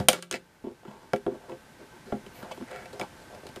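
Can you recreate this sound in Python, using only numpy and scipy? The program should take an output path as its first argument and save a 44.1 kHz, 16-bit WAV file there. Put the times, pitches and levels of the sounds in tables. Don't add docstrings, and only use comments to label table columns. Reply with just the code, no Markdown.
import sys
import numpy as np
from scipy import signal
from scipy.fft import rfft, irfft
from scipy.io import wavfile
from scipy.ndimage import uniform_filter1d

SR = 44100
rng = np.random.default_rng(int(sys.argv[2]) if len(sys.argv) > 2 else 0)


def wrap_up_sound(samples):
    columns = np.atleast_2d(samples).T
    tamed = np.clip(columns, -1, 1)
    steps = np.round(tamed * 32767).astype(np.int16)
    wavfile.write(sys.argv[1], SR, steps)


N = 158760

# start in seconds, blow level in dB, then body, middle
# and tick levels in dB relative to it (before the trims below), favoured body tone in Hz, favoured middle
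# tone in Hz, share of the ring time left by the grip (1 = free).
CONTACTS = [(0.0, -9.5, -8, -22, -26.5, 120, 1230, 1.83), (0.011, -25, 2.5, -9.5, -45, 115, 1500, 1.15),
            (0.0848, 3, -18, -17, -8.5, 760, 3000, .7), (0.0885, -3.5, -13.5, -15, -17, 740, 2900, .9),
            (0.13, -7, -20.5, -13.5, -16.5, 520, 1693, 1.26),
            (0.224, -19.5, -27.5, -18.5, -12, 450, 1650, 2.7), (0.3112, -18, -9.5, -8, -7, 430, 1930, 0.45),
            (0.325, -21.5, -13, -13, -7, 390, 1700, 1.9), (0.3403, -20, -13, -1.5, -26, 580, 2080, 0.7),
            (0.3445, -30, -1.5, -3, -32, 300, 1780, 0.54), (0.355, -38.5, -4.5, 0, -2, 520, 1760, 1.2),
            (0.641, -29.5, -1, -17.5, -30, 276, 876, 1.1), (0.666, -21, -8, -25.5, -40.5, 304, 902, 1.1),
            (0.682, -35, -2.5, -12, -37, 400, 900, 0.62), (0.714, -28.5, -3.5, -30, -38, 340, 915, .45),
            (0.831, -34, -10.5, -13, -32.5, 670, 910, 0.32), (0.850, -26, -14.5, -14, -35, 350, 1090, 1.4),
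            (0.878, -32, -6.5, -8.5, -32.5, 160, 900, 1.4), (1.133, -11, -2.5, -6, -22.5, 523, 1370, 0.8),
            (1.1457, -17.5, -5.5, -23, -52, 337, 1400, 0.56), (1.16, -15, -17, -23, -25, 400, 1700, 1.6),
            (1.264, -9.5, -9, -16.5, -41, 450, 1210, 0.52), (1.276, -19.5, -4, -20, -43, 415, 1035, 1.48),
            (1.351, -29.5, -6.5, -14, -28, 500, 860, 0.66), (1.495, -32, -19, -4, -18.5, 1200, 777, 1.4),
            (1.518, -27.5, -10.5, -17, -33, 185, 2380, 1.5), (1.796, -37, -13.5, -21.5, -27, 510, 1700, .9),
            (1.821, -37, -14, -14, -21, 460, 864, 1), (2.058, -34, -10.5, -13, -20, 200, 1290, 0.98),
            (2.121, -26, 1, -5.5, -36, 670, 1260, 1.08), (2.126, -20, 3.5, -8, -40, 370, 1400, 0.24),
            (2.136, -25, -2.5, -21, -40.5, 200, 1380, 1.2), (2.151, -28, -4, -17, -40, 353, 1380, 1.06),
            (2.263, -33.5, -6, -8, -18, 390, 2340, 0.77), (2.428, -26, -13, -10, -22, 250, 1400, 1.2),
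            (2.512, -28, -26, -5, -21, 1400, 920, 0.65), (2.518, -30, -17, -4, -16, 770, 1000, .9),
            (2.575, -25.5, -5, -13, -25, 320, 1100, 0.52), (2.610, -24.5, -6, -9, -36, 390, 900, 0.38),
            (2.622, -29, -3.5, -12, -31, 230, 1500, 0.87), (2.712, -24, -22, -16, -21, 530, 1000, 1.8),
            (2.759, -26, -15, -8.5, -18.5, 540, 1810, 1.1),
            (2.856, -30.5, -15.5, -9, -17.5, 509, 2000, 1.5), (2.93, -26.5, -9.5, -21, -17, 480, 902, 0.54),
            (2.996, -20.5, -11, -10.5, -12.5, 590, 1240, 1.2),
            (3.012, -14, -10.5, -10, -22.5, 490, 2220, .9), (3.348, -36.5, -10, -9.5, -11.5, 500, 1300, 1),
            (3.43, -34, -3, -11, -32.5, 540, 1300, 0.6), (3.467, -29.5, -17, -9, -10, 530, 1200, 0.62),
            (3.489, -34, -3.5, -19, -12, 160, 570, 1.2), (3.56, -26, -10, -12.5, -12.5, 490, 1560, 1.2),
            (3.569, -25, -6.5, -8.5, -30, 360, 1250, 0.47)]
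# tone in Hz, relative level in dB, ring time in seconds before damping.
WALLS = [(80, -10.5, 0.16), (138.1, -2, 0.11), (210, -0.5, 0.14), (253.3, 0.5, 0.11), (346.3, -3, 0.12),
         (399.7, -1, 0.1), (522, -3, 0.12), (600.4, -4.5, 0.083), (708.5, 3, 0.079), (814, -6, 0.088)]
# tone in Hz, relative level in dB, ring time in seconds before damping.
RIBS = [(913, 5.5, .025), (1154, -3.5, 0.031), (1365.5, -3.5, .045), (1688, -4.5, 0.032),
        (1970, -3.5, 0.027), (2261, -4.5, 0.057), (2635, -3.5, .03), (3013, -3, 0.041), (3350, -4.5, 0.048)]
# tone in Hz, relative level in dB, ring time in seconds before the limit.
EDGES = [(3250, -1, 0.0073), (4050, -0.5, .009), (5120, 1, 0.0065), (6510, -1.5, .007), (7100, 6.5, 0.002),
         (8960, 14, 0.0046), (10240, -7.5, 0.0081), (11070, -6, 0.0069), (12600, 1.5, 0.004),
         (15200, 10, 0.0035)]
# frequency in Hz, relative level in dB per Hz.
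CRACK_COLOUR = [(710, -35.5), (1200, -6.5), (2070, -15), (2480, -11), (2980, -5.5), (5310, -15.5),
                (9470, -18), (14200, -29.5), (15500, -25)]
# tick level in dB, favoured tone in Hz.
BRIGHTER = [(-42.5, 4300), (-23, 6600), (-9, 11000)]
# time in seconds, level in dB before ROOM_NOISE_DB is added.
BACKGROUND = [(0.0, -53), (0.18, -92.5), (0.33, -72), (0.56, -71), (1.06, -67.5), (2.58, -61.5),
              (3.27, -62), (3.6, -62)]
# frequency in Hz, relative level in dB per Hz.
ROOM_NOISE = [(15, -49.5), (25, -13), (59, -11.5), (96, -8), (193, -7.5), (804, -15), (919, -14.5),
              (1200, -18), (1570, -16), (2490, -21.5), (3000, -23.5), (10100, -31.5), (14300, -38),
              (15500, -55.5)]
# centre in Hz, width in Hz, level in dB relative to the noise.
WHINES = [(874, 51, -12), (1550, 38, -12)]
# start in seconds, length in seconds, body, middle and treble levels in dB
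# (before the drag levels below), favoured body tone in Hz, favoured middle tone in Hz.
RUB = [(0.116, 0.083, -37.5, -40, -50.5, 405, 1470), (0.312, 0.066, -40, -37.5, -47.5, 390, 1990),
       (0.635, 0.096, -48, -54, -75.5, 410, 877), (0.853, 0.072, -57, -63, -77, 640, 2200),
       (0.865, 0.087, -57, -54, -74, 940, 940), (0.904, 0.19, -58, -55.5, -72, 400, 940),
       (1.271, 0.094, -37, -52, -70, 315, 1010), (1.344, 0.17, -53.5, -59, -80, 550, 1000),
       (1.478, 0.08, -39, -50.5, -70, 420, 993), (1.777, 0.078, -45, -60, -75, 400, 1000),
       (1.912, 0.078, -51, -58.5, -83, 345, 1000), (2.055, 0.1, -47, -54.5, -65, 440, 1700),
       (2.123, 0.071, -46.5, -57, -84, 520, 1400), (2.262, 0.034, -55, -66, -78, 570, 2000),
       (2.345, 0.072, -50.5, -52.5, -61, 540, 2070), (2.396, 0.13, -45.5, -45.5, -65, 550, 1260),
       (2.508, 0.024, -40, -44, -51, 710, 2880), (2.563, 0.1, -43, -61, -79, 215, 1000),
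       (2.669, 0.19, -43, -44, -63.5, 556, 1700), (2.923, 0.069, -41.5, -53, -61, 530, 990),
       (2.994, 0.061, -34, -40.5, -56.5, 1140, 1090), (3.162, 0.098, -56, -74, -67, 530, 1183),
       (3.295, 0.097, -44, -53, -67, 560, 980), (3.428, 0.078, -47, -67, -69, 480, 1200)]
# time in seconds, level in dB.
SLIDE = [(2.3, -82), (2.36, -58.5), (2.42, -61), (2.47, -87), (2.55, -63), (2.63, -95)]

TONE_OCTAVES, EDGE_OCTAVES, FAR_DB = 0.52, 0.34, -15.5
SCATTER_DB, DETUNE = 3, 0.015
WALLS_DB, RIBS_DB, EDGES_DB, CRACK_DB = -2, -4.5, -0.5, -5
WALL_T60_MAX_S, RIB_T60_MAX_S, EDGE_T60_MAX_S, RING_S = 0.13, 0.05, 0.01, 0.3
SOFT_HZ = 1499
TOUCH_S = 0.002
CRACK_T60_S, CRACK_TAIL_T60_S, CRACK_TAIL_DB = 0.029, 0.25, -19
CATCH_HZ, CATCH_T60_S, CATCH_DB = 3120, 0.014, -4.04
TABLE_HZ, TABLE_T60_S, TABLE_DB = 175, 1.0, -42.18
ROOM_NOISE_DB = 11
ROOM_T60_S, ROOM_DB = 0.12, -13.5
RUB_PER_S, RUB_ROUGH_DB, RUB_DAMPING, RUB_RISE = 1800, 3.6, 0.71, 0.35
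WALL_DRAG_DB, RIB_DRAG_DB, RASP_DB, GRIT_DRAG_DB = -24, -20, -18, 7
RASP_HZ, GRIT_HZ = 4386, (3450, 7260)
JUDDER_DB, JUDDER_S = 1.5, 0.006
SLIDE_HZ = 11000
OVERLOAD, CUTOFF_HZ = 0.9, 15800


def amp(db):
    return 10 ** (np.asarray(db) / 20)


def rms_one(x):
    return x / np.sqrt(np.mean(x ** 2) + 1e-20)


def level_in_time(rows):
    s, db = np.transpose(rows)
    return np.interp(np.arange(N) / SR, s, db)


def colour(x, points):
    hz, db = np.transpose(points)
    f = np.arange(len(x) // 2 + 1) * SR / len(x) + 1
    gain = amp(np.interp(np.log(f), np.log(hz), db))
    return irfft(rfft(x) * gain, len(x))


def band(x, low_hz, high_hz):
    return signal.sosfilt(signal.butter(2, [low_hz, high_hz], "band", fs=SR, output="sos"), x)


def soft(x):
    return signal.sosfilt(signal.butter(2, SOFT_HZ, fs=SR, output="sos"), x)


def train(s, gains):
    out = np.zeros(N)
    out[np.clip((s * SR).astype(int), 0, N - 1)] = gains
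    return out


def fading(clicks, t60):
    return np.sqrt(signal.lfilter([1], [1, -amp(-120 / (t60 * SR))], clicks ** 2 + 1e-18))


def ring(clicks, hz, t60):
    r = amp(-60 / (max(t60, 0.002) * SR))
    w = 2 * np.pi * hz / SR
    return signal.lfilter([0, np.sin(w)], [1, -2 * r * np.cos(w), r * r], clicks + 1e-18)


def near(hz, tone, octaves):
    return np.maximum(-6 * (np.log2(hz / tone) / octaves) ** 2, FAR_DB)


def strike(modes, drive, tone, octaves, longest=1):
    out = np.zeros(N)
    for k, (hz, db, t60) in enumerate(modes):
        force = drive(db + near(hz, tone, octaves))
        out += (-1) ** k * ring(force, hz, min(t60, longest))
    return out


def knock(modes, s, db, tone, free, longest):
    out = np.zeros(N + SR)
    t = np.arange(int(RING_S * SR)) / SR
    hz, level_db, t60 = np.transpose(modes)[:, :, None]
    chance = rng.standard_normal((len(s), 2, len(modes), 1))
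    starts = ((s + TOUCH_S / 3) * SR).astype(int).clip(0)
    for k, i in enumerate(starts):
        gain_db = db[k] + level_db + near(hz, tone[k], TONE_OCTAVES) + SCATTER_DB * chance[k, 0]
        fall_db = 60 * t / (np.minimum(t60, longest) * max(free[k], 0.2))
        shifted_hz = hz * (1 + DETUNE * chance[k, 1])
        waves = amp(gain_db - fall_db) * np.sin(2 * np.pi * shifted_hz * t)
        out[i:i + len(t)] += waves[::2].sum(axis=0) - waves[1::2].sum(axis=0)
    return out[:N]


def contacts():
    s, peak, body, middle, tick, body_hz, middle_hz, free = np.transpose(CONTACTS)
    touch = np.hanning(int(TOUCH_S * SR))
    touch = touch / np.sqrt(np.sum(touch ** 2))

    def touches(db):
        return np.convolve(train(s, amp(db)), touch)[:N]

    def rattle(mode_db):
        return touches(peak + tick + EDGES_DB + mode_db) * rng.standard_normal(N)

    walls = soft(knock(WALLS, s, peak + body + WALLS_DB, body_hz, free, WALL_T60_MAX_S))
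    ribs = knock(RIBS, s, peak + middle + RIBS_DB, middle_hz, free, RIB_T60_MAX_S)
    edge_hz = np.interp(peak + tick, *np.transpose(BRIGHTER))
    edges = strike(EDGES, rattle, edge_hz, EDGE_OCTAVES, EDGE_T60_MAX_S)

    clicks = touches(peak + tick + CRACK_DB)
    noise = rms_one(colour(rng.standard_normal(N), [(500, -46)] + list(CRACK_COLOUR)))
    tail = amp(CRACK_TAIL_DB) * fading(clicks, CRACK_TAIL_T60_S)
    crack = noise * (fading(clicks, CRACK_T60_S) + tail)

    hardest = np.argmax(peak)
    snap_s = s[hardest:hardest + 1]
    catch = ring(train(snap_s + TOUCH_S / 2, amp(CATCH_DB)), CATCH_HZ, CATCH_T60_S)
    table = ring(train(snap_s, amp(TABLE_DB)), TABLE_HZ, TABLE_T60_S)
    return walls + ribs + edges + crack + catch + table


def background():
    noise = rms_one(colour(rng.standard_normal(N), ROOM_NOISE))
    for hz, width_hz, db in WHINES:
        whine = band(rng.standard_normal(N), hz - width_hz / 2, hz + width_hz / 2)
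        noise = noise + amp(db) * rms_one(whine)
    return amp(level_in_time(BACKGROUND) + ROOM_NOISE_DB) * noise


def room(x):
    t = np.arange(SR // 2) / SR
    tail = rng.standard_normal(len(t)) * amp(-60 * t / ROOM_T60_S) * (t > 0.004)
    tail = tail / np.sqrt(np.sum(tail ** 2))
    return amp(ROOM_DB) * signal.fftconvolve(x, tail)[:N]


def micro_slips():
    happens = rng.random(N) < RUB_PER_S / SR
    strength = amp(RUB_ROUGH_DB * np.minimum(rng.exponential(1, N), 4))
    slips = rms_one(happens * strength * rng.choice([-1, 1], N))
    width = int(JUDDER_S * SR)
    judder = uniform_filter1d(uniform_filter1d(rng.standard_normal(N), width), width)
    return rms_one(slips * amp(JUDDER_DB * rms_one(judder)))


def rubbing():
    start, length, body, middle, treble, body_hz, middle_hz = np.transpose(RUB)
    step = 32
    done = np.clip((np.arange(0, N, step) / SR - start[:, None]) / length[:, None], 0, 1)
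    strokes = np.minimum(done / RUB_RISE, (1 - done) / (1 - RUB_RISE)) ** 0.5
    slips = micro_slips()

    def drag(db):
        def force(mode_db):
            return slips * np.repeat(amp(db + mode_db) @ strokes, step)[:N]
        return force

    def damped(modes):
        return [(hz, db, t60 * RUB_DAMPING) for hz, db, t60 in modes]

    walls = soft(strike(damped(WALLS), drag(body + WALL_DRAG_DB), body_hz, TONE_OCTAVES))
    ribs = strike(damped(RIBS), drag(middle + RIB_DRAG_DB), middle_hz, TONE_OCTAVES)
    rasp_hz = np.full(len(start), RASP_HZ)
    rasp = strike(EDGES, drag(treble + RASP_DB), rasp_hz, TONE_OCTAVES, EDGE_T60_MAX_S)
    grit = band(drag(treble + GRIT_DRAG_DB)(0), *GRIT_HZ)
    return walls + ribs + rasp + grit


def slide():
    hiss = rms_one(band(rng.standard_normal(N), SLIDE_HZ, 16000))
    return amp(level_in_time(SLIDE)) * hiss


def scene():
    toy = contacts() + rubbing() + slide()
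    return (toy + room(toy) + background())[None]


def record(dry):
    clipped = np.clip(dry, -OVERLOAD, OVERLOAD)
    return signal.sosfilt(signal.cheby2(14, 65, CUTOFF_HZ, fs=SR, output="sos"), clipped)


dry = scene()
out = record(dry)
wrap_up_sound(out)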